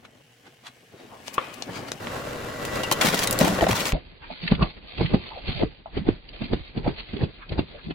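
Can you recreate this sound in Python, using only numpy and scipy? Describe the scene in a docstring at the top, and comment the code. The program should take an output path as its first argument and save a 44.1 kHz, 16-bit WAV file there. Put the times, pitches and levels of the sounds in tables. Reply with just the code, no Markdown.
"""A close pair of microphones by a car tyre rolling on asphalt, in three scenes. First cups of moulded sand squash
and grit snaps: swells of coloured noise and short bursts. Then drink cans crumple and foam beside the running car:
groaning and crinkling noise, sharp snaps, whining sines. Last, slowed down and dull, small cartons burst one after
another: each a gush of noise, a deep swing of pressure and a spray of liquid."""
import sys
import numpy as np
from scipy import signal
from scipy.fft import rfft, irfft, next_fast_len
from scipy.io import wavfile
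from scipy.ndimage import uniform_filter1d, map_coordinates

SR = 44100
rng = np.random.default_rng(int(sys.argv[2]) if len(sys.argv) > 2 else 0)


def put_to_file(sound):
    """Save the sound as 16-bit audio at rate SR, in the file named by the first command-line argument."""
    columns = np.atleast_2d(sound).T  # one column per channel
    safe = np.clip(columns, -1, 1)
    whole_steps = np.round(safe * 32767)
    wavfile.write(sys.argv[1], SR, whole_steps.astype(np.int16))


N = 350398
CANS_START_S, CARTONS_START_S = 1.998, 3.927


def amp(db):
    """Decibels to gain."""
    return 10 ** (np.asarray(db) / 20)


def unit(x):
    """Scaled to rms 1."""
    return x / np.sqrt(np.mean(x ** 2) + 1e-20)


def silence():
    """An empty stereo track."""
    return np.zeros((2, N))


def clock():
    """The time of every sample in seconds."""
    return np.arange(N) / SR


def along(points, hz):
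    """Value at hz between (Hz, value) points on a log frequency axis."""
    point_hz, values = np.transpose(points)
    return np.interp(np.log(hz + 1), np.log(point_hz + 1), values)


def curves(rows):
    """One value per sample for each column after the time."""
    s, *columns = np.transpose(rows)
    return [np.interp(clock(), s, column) for column in columns]


def wobble(rate, size=N):
    """A smooth random curve, rate knots a second."""
    knots = rng.standard_normal(int(size * rate / SR) + 4)
    return map_coordinates(knots, [np.arange(size) * rate / SR], order=2)


def filtered(x, response):
    """x shaped by a response given as a function of frequency."""
    n = x.shape[-1]
    padded = next_fast_len(n + 4096, True)
    spectrum = rfft(x, padded) * response(np.fft.rfftfreq(padded, 1 / SR))
    return irfft(spectrum, padded)[..., :n]


def pan(db):
    """Left and right gains for a level difference; positive is louder on the left."""
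    return amp(np.outer([.5, -.5], db))


def shape(points):
    """A colour given by (Hz, dB) points."""
    return lambda hz: along(points, hz)


def hump(centre_hz, octaves):
    """A broad resonance with equal skirts per octave, over noise that falls towards the treble."""
    def colour(hz):
        distance = np.log2((hz + 1) / centre_hz) / octaves
        return -20 * np.log10(1 + distance ** 4 / 2) - 10 * np.log10(hz + centre_hz / 2)
    return colour


def grains(rate, spread_db, size=N):
    """Sizes of a stream of tiny fractures: a smooth random level with its highest peaks held down."""
    return amp(spread_db * np.minimum(wobble(rate, size), 2.2))


def crackle(rate, spread_db):
    """Sizes of separate clicks at random moments, rate a second, with silence between them."""
    struck = rng.random(N) < rate / SR
    return struck * amp(spread_db * np.minimum(rng.exponential(size=N), 3))


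# How alike the two microphones hear each band, at the near tyre, the slowed cartons and the liquid.
# Columns: frequency_hz, likeness (1 = identical)
NEAR_LIKENESS = [(60, 0.93), (250, 0.87), (700, 0.39), (1500, 0.21), (4000, 0.36), (12000, 0.2)]
SLOW_LIKENESS = [(50, 0.95), (130, 0.43), (300, 0.18), (700, 0.35), (1500, 0.055)]
WET_LIKENESS = [(1000, 0.05), (2000, 0.065), (3200, 0.54)]


def rush(colour, likeness, size=np.ones(N), ripple_db=2.5, ripple_hz=30):
    """Stereo noise of rms 1: random impulses of the given sizes, coloured by a dB function of frequency."""
    knots = rng.standard_normal(8192)

    def response(hz):
        # close reflections carve fine peaks and dips into the colour
        ripple = np.interp(hz / ripple_hz, np.arange(len(knots)), knots) * hz / (hz + 200)
        turn = np.arccos(np.clip(along(likeness, hz), -1, 1)) / 2
        return amp(colour(hz) + ripple_db * ripple) * [np.cos(turn), np.sin(turn)]

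    mid, side = filtered(size * rng.standard_normal((2, len(size))), response)
    return unit(np.array([mid + side, mid - side]))


def puff(colour, likeness, rough_db=0, size=16000):
    """A short piece of fresh stereo noise with resonances of its own, smooth or crunchy."""
    return rush(colour, likeness, grains(260.5, rough_db, size), ripple_db=4.0, ripple_hz=108.8)


def add(out, s, db, rise, fall, noise):
    """Lay a swell of noise that peaks at s into out."""
    before = noise.shape[-1] // 3
    offset = np.arange(noise.shape[-1]) - before
    t = offset / SR
    swell = np.exp(np.minimum(t / rise, -t / fall))
    burst = noise * swell
    # the level is set by the swell alone, whatever its noise
    burst = burst * amp(db) * np.sqrt(np.mean(swell ** 2) / np.mean(burst ** 2))
    at = round(s * SR) + offset
    inside = (at >= 0) & (at < N)
    out[:, at[inside]] += burst[:, inside]


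def swells(rows, rise, fall, floor_db=-120):
    """Gain of overlapping (start_s, hold_s, level_db) swells that share a rise and a fall."""
    t = clock()[::32]
    s, hold, db = np.transpose(rows)[:, :, None]
    slope = np.minimum((t - s) / rise, (s + hold - t) / fall)
    each = amp(db) * np.exp(np.minimum(slope, 0))
    return np.interp(clock(), t, np.sqrt(np.sum(each ** 2, axis=0) + amp(floor_db) ** 2))


def patchy(x, depth_db, size):
    """Short-lived resonances come and go, as folds and films of liquid change shape."""
    spectra = signal.stft(x, nperseg=size)[2]
    field = rng.standard_normal(spectra.shape[1:])
    field = uniform_filter1d(field, size=2, axis=0)  # across frequency
    field = uniform_filter1d(field, size=4, axis=1)  # across time
    gain = unit(amp(depth_db * np.minimum(unit(field), 2)))
    return signal.istft(spectra * gain, nperseg=size)[1][:, :x.shape[1]]


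def tones(lines, waver_db, waver_hz):
    """Machine tones: sines that waver in level and pitch."""
    total = 0
    for hz, db in lines:
        level = amp(db + waver_db * wobble(4.3))
        phase = 2 * np.pi * np.cumsum(hz + waver_hz * wobble(40)) / SR
        total = total + level * np.sin(phase)
    return np.sqrt(2) * total


def between(start, end):
    """1 from start to end, 0 outside, with 4 ms ramps."""
    fade_in = np.clip((clock() - start) / .004, 0, 1)
    return fade_in * np.clip((end - clock()) / .004 + 1, 0, 1)


def underbody(x, t60, wet_db):
    """Sound rattles briefly between the road and the car's floor: a decaying noise tail."""
    t = np.arange(SR // 4) / SR
    tail = rng.standard_normal((2, len(t))) * amp(-60 * t / t60) * (1 - np.exp(-t / 0.004))
    tail = tail / np.linalg.norm(tail[0])
    return x + amp(wet_db) * signal.fftconvolve(x, tail, axes=1)[:, :N]


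# Tread noise of the car beside the cans. Columns: start_s, level_db
CAR_ROLL = [(2.0, -35), (2.08, -32), (2.52, -34), (2.68, -30.5), (2.9, -30.5), (3.4, -28), (3.92, -34)]
# Colour of that tread. Columns: frequency_hz, relative_db
CAR_TREAD_COLOUR = [(25, -9.5), (53, -7), (161, -2), (285, -3), (344, -5.5), (503, -1), (818, -7),
                    (1040, -7), (1740, -12), (3250, -18), (16000, -35)]
# Whine of the running car. Columns: pitch_hz, level_db (before the swell)
WHINE = [(1954, -51.5), (2345, -63.5), (2738, -62.5), (7034, -65.5)]
# The whine swells as the tyre meets the cans. Columns: start_s, gain_db
WHINE_SWELL = [(2.5, -2.5), (2.78, 7.5), (3.1, 4)]


def car():
    """Tread crunches on rough asphalt as uneven noise, under a thin whine of sines."""
    roll_db, = curves(CAR_ROLL)
    swell_db, = curves(WHINE_SWELL)
    crunch = grains(400, spread_db=1.5) * grains(25, spread_db=1.5)
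    tread = amp(roll_db) * rush(shape(CAR_TREAD_COLOUR), NEAR_LIKENESS, crunch, ripple_db=3.5) * pan(1.1)
    whine = amp(swell_db) * tones(WHINE, waver_db=1.5, waver_hz=3)
    return (tread + whine) * between(CANS_START_S, CARTONS_START_S)


def sand_side_db(s):
    """Once the wheel is close, its grit falls mostly on the left microphone."""
    return np.interp(s, [.9, 1.3], [1, 6.5])


# Tyre and grit on the sand. Columns: start_s, roll_db (before a 0.5 dB lift), grit_db (before a 2.5 dB lift)
SAND_ROLL = [(0.0, -55, -65), (0.304, -62, -62.5), (0.964, -58, -60.5), (1.2, -49, -56), (1.506, -49, -53),
             (1.794, -35.5, -51.5), (1.922, -39.5, -52.5), (1.99, -48, -52)]
# Colours of the tyre and of the hissing grit. Columns: frequency_hz, relative_db
SAND_TYRE_COLOUR = [(20, -36), (40, -10.5), (90, -6.5), (125, -0.5), (180, -2), (260, -1), (400, -4),
                    (560, -3.5), (2200, -18.5), (3200, -45)]
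GRIT_COLOUR = [(1000, -25.5), (1600, -3.5), (2470, -5.5), (2950, -2), (3560, -9.5), (5760, -12.5),
               (16000, -22.5)]
# Faint tones of the first car. Columns: pitch_hz, level_db
IDLE = [(125, -69), (463, -75.5), (2180, -79), (2993, -85)]


def sand_roll():
    """The tyre comes closer over sand: low rolling noise, finer hissing grit and faint car tones."""
    roll_db, grit_db = curves(SAND_ROLL)
    roll = rush(shape(SAND_TYRE_COLOUR), NEAR_LIKENESS, grains(90, spread_db=3.0), ripple_hz=34)
    grit = rush(shape(GRIT_COLOUR), NEAR_LIKENESS, grains(700, spread_db=2.0), ripple_db=1.0)
    out = amp(roll_db + 0.5) * roll * pan(1.5)
    out += amp(grit_db + 2.5) * grit * pan(sand_side_db(clock()))
    return patchy(out, depth_db=2.0, size=2048) + tones(IDLE, waver_db=5.0, waver_hz=12.5)


def sand_swells(rows, octaves, rough_db):
    """Swells of humped noise whose fall is 1.2 times their rise, the bright ones further left."""
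    out = silence()
    for s, db, hz, rise in rows:
        noise = puff(hump(hz, octaves), NEAR_LIKENESS, rough_db)
        add(out, s, db, rise, rise * 1.2, noise * pan(sand_side_db(s) * hz / (hz + 500)))
    return out


# Sand giving way and tread scuffing. Columns: peak_s, level_db, centre_hz, rise_s
SCUFFS = [(0.053, -42.5, 1340, 0.0069), (0.47, -47.5, 1480, 0.016), (0.67, -37, 1970, 0.012),
          (1.009, -51, 1538, 0.06), (1.278, -37, 3290, 0.011), (1.344, -34.5, 5500, 0.0065),
          (1.43, -36.5, 980, 0.094), (1.542, -37.5, 6040, 0.0036), (1.764, -35, 1886, 0.032),
          (1.885, -37.5, 2480, .012)]


def scuffs():
    """Sand gives way and tread scuffs: broad, crunchy swells of noise."""
    return sand_swells(SCUFFS, octaves=1.4, rough_db=1.5)


# Lumps of sand squashed flat. Columns: peak_s, level_db, centre_hz, rise_s
SQUASHES = [(0.054, -50, 140, 0.0062), (0.479, -53.5, 304, 0.023), (0.834, -55, 404, .007),
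            (.947, -48, 137, 0.0094), (0.949, -46, 435, 0.016), (1.008, -48.5, 493, 0.021),
            (1.041, -46, 283, 0.028), (1.14, -43, 740, 0.034), (1.714, -36.5, 228, 0.022),
            (1.799, -41.5, 318, 0.027)]


def squashes():
    """Lumps of sand go flat: lower, narrower swells of noise."""
    return sand_swells(SQUASHES, octaves=0.58, rough_db=-1)


def sand():
    """The tyre's roll, scuffs and squashes on the sand."""
    return (sand_roll() + scuffs() + squashes()) * between(-1, CANS_START_S)


# Stones snapping under the tread. Columns: peak_s, level_db, centre_hz, width_octaves, fall_s, left_right_db
STONES = [(1.2815, -22.5, 2930, 0.95, 0.00079, 6), (1.3811, -11, 1180, 0.22, 0.0041, 5),
          (1.3814, -22, 2800, 0.3, 0.0031, 9.5), (1.39, -25.5, 1120, 0.9, 0.0016, 12),
          (1.6232, -21, 4340, 0.62, 0.0018, 5), (1.9184, -18.5, 3450, 1, 0.0014, 4.5),
          (2.071, -22, 1770, .86, 0.0014, -5.5), (2.651, -26.5, 4630, 1.4, 0.0043, 2),
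          (2.757, -30.5, 3970, 1.2, .005, 3)]


def stones():
    """Small stones are pinched and snap from the tread: a sharp burst, then a low knock as rubber springs back."""
    out = silence()
    for s, db, hz, octaves, fall, side_db in STONES:
        snap = puff(hump(hz, octaves), NEAR_LIKENESS, size=4096) * pan(side_db)
        knock = puff(hump(528, octaves=0.8), NEAR_LIKENESS, size=2048) * pan(3.2)
        add(out, s, db, .0003, fall, snap)
        add(out, s + .0005, db - 8, .0004, .0027, knock)
    return underbody(out, t60=0.07, wet_db=-9.0)


# The tyre folds a length of can flat. Columns: start_s, length_s, groan_db, crinkle_db (crinkle and foam)
FOLDS = [(3.015, 0.009, -24.5, -22), (3.051, 0.037, -28.5, -21), (3.127, 0.12, -33.5, -29),
         (3.403, 0.067, -24, -27.5), (3.483, 0.063, -27.5, -36.5), (3.618, 0.0091, -20.5, -31.5),
         (3.688, 0.035, -21.5, -26.5), (3.756, 0.06, -40.5, -27.5), (3.854, 0.032, -36.5, -27)]
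FOLD_ATTACK_S, FOLD_RELEASE_S = 0.004, 0.025
# Colours of the hollow groan and of the crinkling metal. Columns: frequency_hz, relative_db
GROAN_COLOUR = [(35, -27), (60, 0), (145, -10), (182, -4), (243, -4.5), (380, -6.5), (669, -3.5),
                (1400, -21), (2600, -100)]
CRINKLE_COLOUR = [(530, -25), (900, -1.5), (1620, -6), (2400, -5), (3960, -7.5), (15100, -20)]


def folds():
    """Cans fold in hollow groans and creased, foaming crinkle; returns (folds, sharp little splits)."""
    groan_rows = [(s, length, db) for s, length, db, _ in FOLDS]
    crinkle_rows = [(s, length, db) for s, length, _, db in FOLDS]
    groan = swells(groan_rows, FOLD_ATTACK_S, FOLD_RELEASE_S)
    crinkle = swells(crinkle_rows, FOLD_ATTACK_S, FOLD_RELEASE_S)
    hollow = rush(shape(GROAN_COLOUR), NEAR_LIKENESS, grains(200, spread_db=5.0))
    # tiny creases come in clumps as each fold runs through the metal
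    metal = rush(shape(CRINKLE_COLOUR), NEAR_LIKENESS, grains(220, spread_db=2.5))
    splits = rush(shape(CRINKLE_COLOUR), NEAR_LIKENESS, crackle(260, spread_db=1.0))
    out = groan * patchy(hollow, depth_db=6.0, size=1024)
    out += crinkle * patchy(metal, depth_db=3.0, size=1024)
    return out, crinkle * amp(-8.5) * splits


DENTS_PER_S, DENT_FALL_S = 55, .0022


def dents():
    """Each fold advances in separate coarse dents, every one a short burst with a pitch of its own."""
    out = silence()
    for start, length, groan_db, crinkle_db in FOLDS:
        count = round((length + FOLD_RELEASE_S) * DENTS_PER_S)
        chance = rng.uniform(-1, 1, (40, 3))
        for k, (late, loud, high) in enumerate(chance[:count]):
            s = start + (k + .5 + late / 2) / DENTS_PER_S
            db = (groan_db + crinkle_db) / 2 + 4.5 + 3 * loud
            noise = puff(hump(890 * 2 ** high, octaves=0.7), NEAR_LIKENESS, size=2048)
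            add(out, s, db, DENT_FALL_S / 10, DENT_FALL_S, noise)
    return out


# Can walls buckling. Columns: start_s (peak 1 ms later), level_db, centre_hz, fall_s
BUCKLES = [(2.833, -26.5, 2877, .009), (2.834, -25.5, 450, .008), (2.913, -17.5, 3600, .007),
           (2.915, -16.5, 526, .009), (2.923, -14.5, 6000, .004), (3.0115, -15, 1900, .006),
           (3.021, -19, 900, .006), (3.0455, -16, 500, .009), (3.067, -21.5, 1900, .006),
           (3.136, -18.5, 601, .009), (3.1433, -18.5, 4550, .003), (3.1905, -17.5, 3840, .004),
           (3.232, -20, 4507, .003), (3.2371, -18, 7410, .0025), (3.272, -15.5, 3744, .003),
           (3.3093, -14.5, 11000, .002), (3.327, -16, 10500, .0025), (3.3887, -13.5, 8000, .0018),
           (3.4101, -19, 3453, .003), (3.411, -14.5, 398, .009), (3.4784, -24, 5500, .004),
           (3.5878, -18.5, 850, .004), (3.6092, -14, 900, .0025), (3.6655, -19.5, 1105, .005),
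           (3.708, -22.5, 1000, .006), (3.855, -20.5, 3000, .0018), (3.921, -18.5, 1500, .0015)]


def buckles():
    """Thin walls snap through: broad crunchy bursts with an abrupt start."""
    out = silence()
    for s, db, hz, fall in BUCKLES:
        noise = puff(hump(hz, octaves=1.39), NEAR_LIKENESS, rough_db=3, size=4096)
        add(out, s + .001, db, .0005, fall, noise)
    return out


# A can wall rings where it is knocked. Columns: peak_s, level_db, pitch_hz
CLINKS = [(2.834, -27.5, 2814), (2.916, -26.5, 3100), (3.275, -31, 3830)]


def clinks():
    """A knocked wall rings: very narrow noise that dies in a few hundredths of a second."""
    out = silence()
    for s, db, hz in CLINKS:
        add(out, s, db, .015 / 20, .015, puff(hump(hz, octaves=0.045), NEAR_LIKENESS, size=8192))
    return out


# Trapped air and drink booming in a can. Columns: peak_s, level_db, pitch_hz, rise_s, fall_s
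BOOMS = [(3.087, -23.5, 165, 0.014, 0.011), (3.151, -31.5, 184, 0.02, 0.061),
         (3.441, -22, 180, 0.015, 0.015), (3.506, -23, 195, 0.029, 0.035), (3.624, -19, 337, 0.0022, 0.018),
         (3.625, -18, 676, .002, 0.013), (3.669, -16.5, 710, .001, .009), (3.651, -26.5, 187, 0.03, 0.087),
         (3.712, -24, 117, 0.0075, 0.036)]


def booms():
    """Trapped air and drink boom: swells of narrow noise."""
    out = silence()
    for s, db, hz, rise, fall in BOOMS:
        add(out, s, db, rise, fall, puff(hump(hz, octaves=0.14), NEAR_LIKENESS))
    return out


def cans():
    """Cans crumple while the drink is squeezed out; the snaps rattle under the car."""
    folding, splits = folds()
    snaps = underbody(splits + dents() + buckles() + clinks(), t60=0.05, wet_db=-7.0)
    return (folding + booms() + snaps) * pan(2.0) * between(CANS_START_S, CARTONS_START_S)


# Cartons bursting, mostly twice each, a first split and then the main pop.
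# Columns: pop_s, pop_db, pop_hz, gush_db, gush_rise_s, gush_edge_hz, splatter_db
BURSTS = [(3.939, -15.5, 38.5, -21, 0.0033, 700, -57), (4.5236, -6.5, 185.4, -15, 0.0047, 520, -27),
          (4.629, -10, 151, -17, 0.0163, 1580, -17.5), (5.0202, -13, 333, -16, 0.014, 900, -30),
          (5.147, -6, 189.3, -16, 0.016, 1100, -23.5), (5.495, -25, 138.4, -21.5, 0.0075, 560, -35),
          (5.6365, -9, 292, -20, 0.021, 900, -37), (5.976, -17, 335, -20, 0.0029, 650, -28.5),
          (6.0905, -4, 288, -20.5, 0.014, 800, -29), (6.421, -20, 200, -27, 0.0072, 480, -29.5),
          (6.536, -10.5, 310, -18.5, 0.012, 850, -25.5), (6.7795, -18, 180, -22.5, 0.0087, 800, -32),
          (6.8815, -11.5, 278, -19, 0.016, 950, -30), (7.141, -24.5, 196, -26, 0.0042, 700, -41),
          (7.239, -13.5, 127.6, -21.5, 0.022, 900, -28.5), (7.527, -36, 220, -25, 0.015, 780, -33.5),
          (7.594, -10, 281, -19, 0.012, 880, -23.5), (7.91, -22, 260, -30.5, 0.028, 500, -29)]


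def gush_rows(relative_db):
    """A swell row for each burst, at a level relative to its gush."""
    return [(s, 0, gush_db + relative_db) for s, _, _, gush_db, *_ in BURSTS]


# Colour of the slowed tyre. Columns: frequency_hz, relative_db
RUMBLE_COLOUR = [(15, -32), (30, 7.5), (65, -3.5), (130, -8), (300, -10), (600, -17.5), (1200, -26.5),
                 (2000, -21), (4800, -30)]


def carton_rumble():
    """The slowed tyre rumbles low and shudders with each gush."""
    level = swells(gush_rows(-14.5), rise=0.04, fall=0.032, floor_db=-47.5)
    return level * rush(shape(RUMBLE_COLOUR), SLOW_LIKENESS, grains(40, spread_db=4.5), ripple_db=1.0)


# Creaks of cardboard and low thumps around the bursts. Columns: peak_s, level_db, centre_hz, rise_s
CREAKS_AND_THUMPS = [(3.952, -26, 596, 0.005), (4.304, -33, 756, 0.004), (4.315, -38, 221, 0.0043),
                     (4.451, -27, 170, .012), (5.05, -19.5, 150, 0.011), (5.316, -36.5, 930, 0.006),
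                     (5.378, -37, 660, 0.037), (5.563, -29.5, 129, 0.0073), (5.859, -33, 810, 0.00064),
                     (6.02, -28, 203, 0.0057), (6.339, -43.5, 600, 0.0045), (6.446, -30, 244, 0.0095),
                     (6.612, -34, 65, 0.0074), (6.087, -19.5, 107, .006), (6.865, -25.5, 620, 0.0039),
                     (7.168, -29, 340, 0.0064), (7.222, -24.5, 392, 0.0039), (7.755, -39, 521, .012),
                     (7.874, -31, 190, 0.007)]


def creaks_and_thumps():
    """Creaks of cardboard and low thumps around the bursts: rough narrow swells."""
    out = silence()
    for s, db, hz, rise in CREAKS_AND_THUMPS:
        add(out, s, db, rise, .016, puff(hump(hz, octaves=0.33), SLOW_LIKENESS, rough_db=2.0))
    return out


# Air ringing in a half-empty carton. Columns: peak_s, level_db, pitch_hz
HOLLOWS = [(4.616, -24, 1116), (5.616, -21, 448), (5.624, -23.5, 324)]


def hollows():
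    """Air rings in a half-empty carton: very narrow noise."""
    out = silence()
    for s, db, hz in HOLLOWS:
        add(out, s, db, .0045, .02, puff(hump(hz, octaves=0.066), SLOW_LIKENESS))
    return out


# Jets of drink squirting from split seams. Columns: start_s, length_s, level_db (before a 5 dB lift)
JETS = [(3.94, 0.032, -42.5), (4.3, 0.053, -43.5), (4.425, 0.083, -38.5), (4.62, 0.087, -44),
        (4.87, 0.088, -49), (4.983, 0.085, -35.5), (5.09, 0.22, -44.5), (5.32, 0.0724, -47.5),
        (5.465, 0.15, -37.5), (6.1, 0.03, -48), (6.34, 0.076, -48), (6.44, 0.015, -40.5),
        (6.55, 0.17, -50.5), (6.985, 0.019, -37.5), (7.08, 0.12, -49.5), (7.26, 0.13, -52.5),
        (7.62, 0.14, -51), (7.845, 0.025, -46)]
# Colour of the spray. Columns: frequency_hz, relative_db
SPRAY_COLOUR = [(700, -6), (1900, -11.5), (2050, -3.5), (4300, -2.5), (4800, -7.5)]


def spray():
    """Jets hiss from split seams over a constant faint spray, and drops land around each jet."""
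    jets = swells(JETS, rise=0.007, fall=0.0077, floor_db=-57.5)
    rain = amp(-4.5) * swells(JETS, rise=0.083, fall=0.054)
    drops = grains(350, spread_db=2.6) * grains(35, spread_db=1.7)
    return np.hypot(jets, rain) * amp(5.0) * rush(shape(SPRAY_COLOUR), WET_LIKENESS, drops)


# Seams cracking open with a short spit. Columns: peak_s, level_db, centre_hz
SPITS = [(4.467, -32, 2900), (4.479, -18.5, 2600), (4.488, -33, 3000), (4.514, -24.5, 3060),
         (4.552, -28, 2520), (5.06, -26.5, 2750), (5.562, -33, 3360), (6.29, -37, 3870),
         (7.134, -36.5, 4120), (7.168, -34.5, 2700), (7.211, -37, 2000), (7.494, -33, 3880)]


def spits():
    """Seams crack open: short bright bursts."""
    out = silence()
    for s, db, hz in SPITS:
        add(out, s, db, .0019, .0048, puff(hump(hz, octaves=0.62), WET_LIKENESS, size=4096))
    return out


# Drink slapping down on the asphalt. Columns: peak_s, level_db
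SPLASHES = [(4.243, -40.5), (7.428, -41.5), (7.795, -46.5)]


def splashes():
    """Drink slaps down on the asphalt: soft swells of noise."""
    out = silence()
    for s, db in SPLASHES:
        add(out, s, db, .021, .021, puff(hump(1610, octaves=0.82), WET_LIKENESS))
    return out


# Colour of splattering drink and torn cardboard. Columns: frequency_hz, relative_db
SPLATTER_COLOUR = [(300, -24.5), (700, -3), (1150, -11), (1600, -15), (2500, -8), (4800, -13)]


def splatters():
    """Drink spatters at each pop: a short wet burst."""
    out = silence()
    for s, *_, splatter_db in BURSTS:
        noise = puff(shape(SPLATTER_COLOUR), WET_LIKENESS, rough_db=0.5, size=4096)
        add(out, s - .001, splatter_db, .004, .008, noise)
    return out


def tearing():
    """Cardboard fibres tear around each burst: separate clicks at random moments."""
    level = swells(gush_rows(-22), rise=0.026, fall=0.026)
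    return level * rush(shape(SPLATTER_COLOUR), WET_LIKENESS, crackle(480, spread_db=2))


# Colour of escaping drink below its edge. Columns: frequency_hz, relative_db
GUSH_COLOUR = [(20, -20), (60, 2), (110, -3), (160, 3), (230, -6.5), (350, -6), (470, -10), (750, -13),
               (1300, -18.5), (4800, -24.5)]


def gush(edge_hz):
    """The colour of escaping drink: each opening cuts it off at an edge, leaving treble 11 dB down."""
    def colour(hz):
        cut_db = -10 * np.log10(1 + (hz / edge_hz) ** 10)
        return along(GUSH_COLOUR, hz) + np.maximum(cut_db, -11)
    return colour


def pop(cycles):
    """Pressure builds, drops abruptly as the seam splits, and swings back."""
    swing = -np.cos(2 * np.pi * cycles) * np.exp(-np.abs(cycles / 0.65) ** 2.5)
    since_split = cycles + .25
    split = -np.tanh(since_split * 22) * np.exp(-np.abs(since_split) / 0.17)
    return .85 * swing + .55 * split


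def bursts():
    """Each carton splits with a swing of pressure, a ripping seam and a gush that turns dull."""
    out = silence()
    for s, pop_db, hz, gush_db, rise, edge_hz, _ in BURSTS:
        near = np.abs(clock() - s) < 4 / hz
        # each pop meets the two microphones at slightly different moments
        arrival = s + np.array([[.5], [-.5]]) * rng.normal(0, 0.0003)
        out[:, near] += amp(pop_db) * pop((clock()[near] - arrival) * hz)
        rip = puff(hump(590, octaves=0.39), NEAR_LIKENESS, size=2048)
        add(out, s - .001, pop_db - 18.5, .001, .0044, rip)
        # the gush is bright while the carton is taut and peaks before the pop
        taut = puff(gush(edge_hz), SLOW_LIKENESS, rough_db=3)
        add(out, s - .005, gush_db, rise, .0085, taut)
        # the slack carton empties more dully just after
        slack = puff(gush(edge_hz * .55), SLOW_LIKENESS, size=8192)
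        add(out, s + .008, gush_db - 5.5, .004, .023, slack)
    return out


# The wheel works its way along the row. Columns: start_s, left_right_db
CARTON_SIDE = [(5.6, -1), (6.4, -1), (7.9, 0)]
SLOW_TOP_HZ = 4825


def cartons():
    """Cartons swell, split and throw their drink across the road, all of it dulled by a steep treble cut."""
    body = carton_rumble() + bursts() + creaks_and_thumps() + hollows()
    wet = patchy(spray() + splatters() + spits() + splashes(), depth_db=3.0, size=1024) + tearing()
    # the spray reaches the right microphone first
    lag = 52  # samples
    wet[0] = np.pad(wet[0], (lag, 0))[:N]
    side_db, = curves(CARTON_SIDE)
    out = (body + wet) * pan(side_db) * between(CARTONS_START_S, N)
    # slowed down, the sound loses its treble
    return filtered(out, lambda hz: 1 / np.sqrt(1 + (hz / SLOW_TOP_HZ) ** 260) + amp(-56))


def scene():
    """The car, sand, stones, cans and cartons, each at its own time."""
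    return car() + sand() + stones() + cans() + cartons()


def record(dry):
    """The recorder keeps nothing above its band limit."""
    return filtered(dry, lambda hz: hz < 16200)


dry = scene()
out = record(dry)
put_to_file(out)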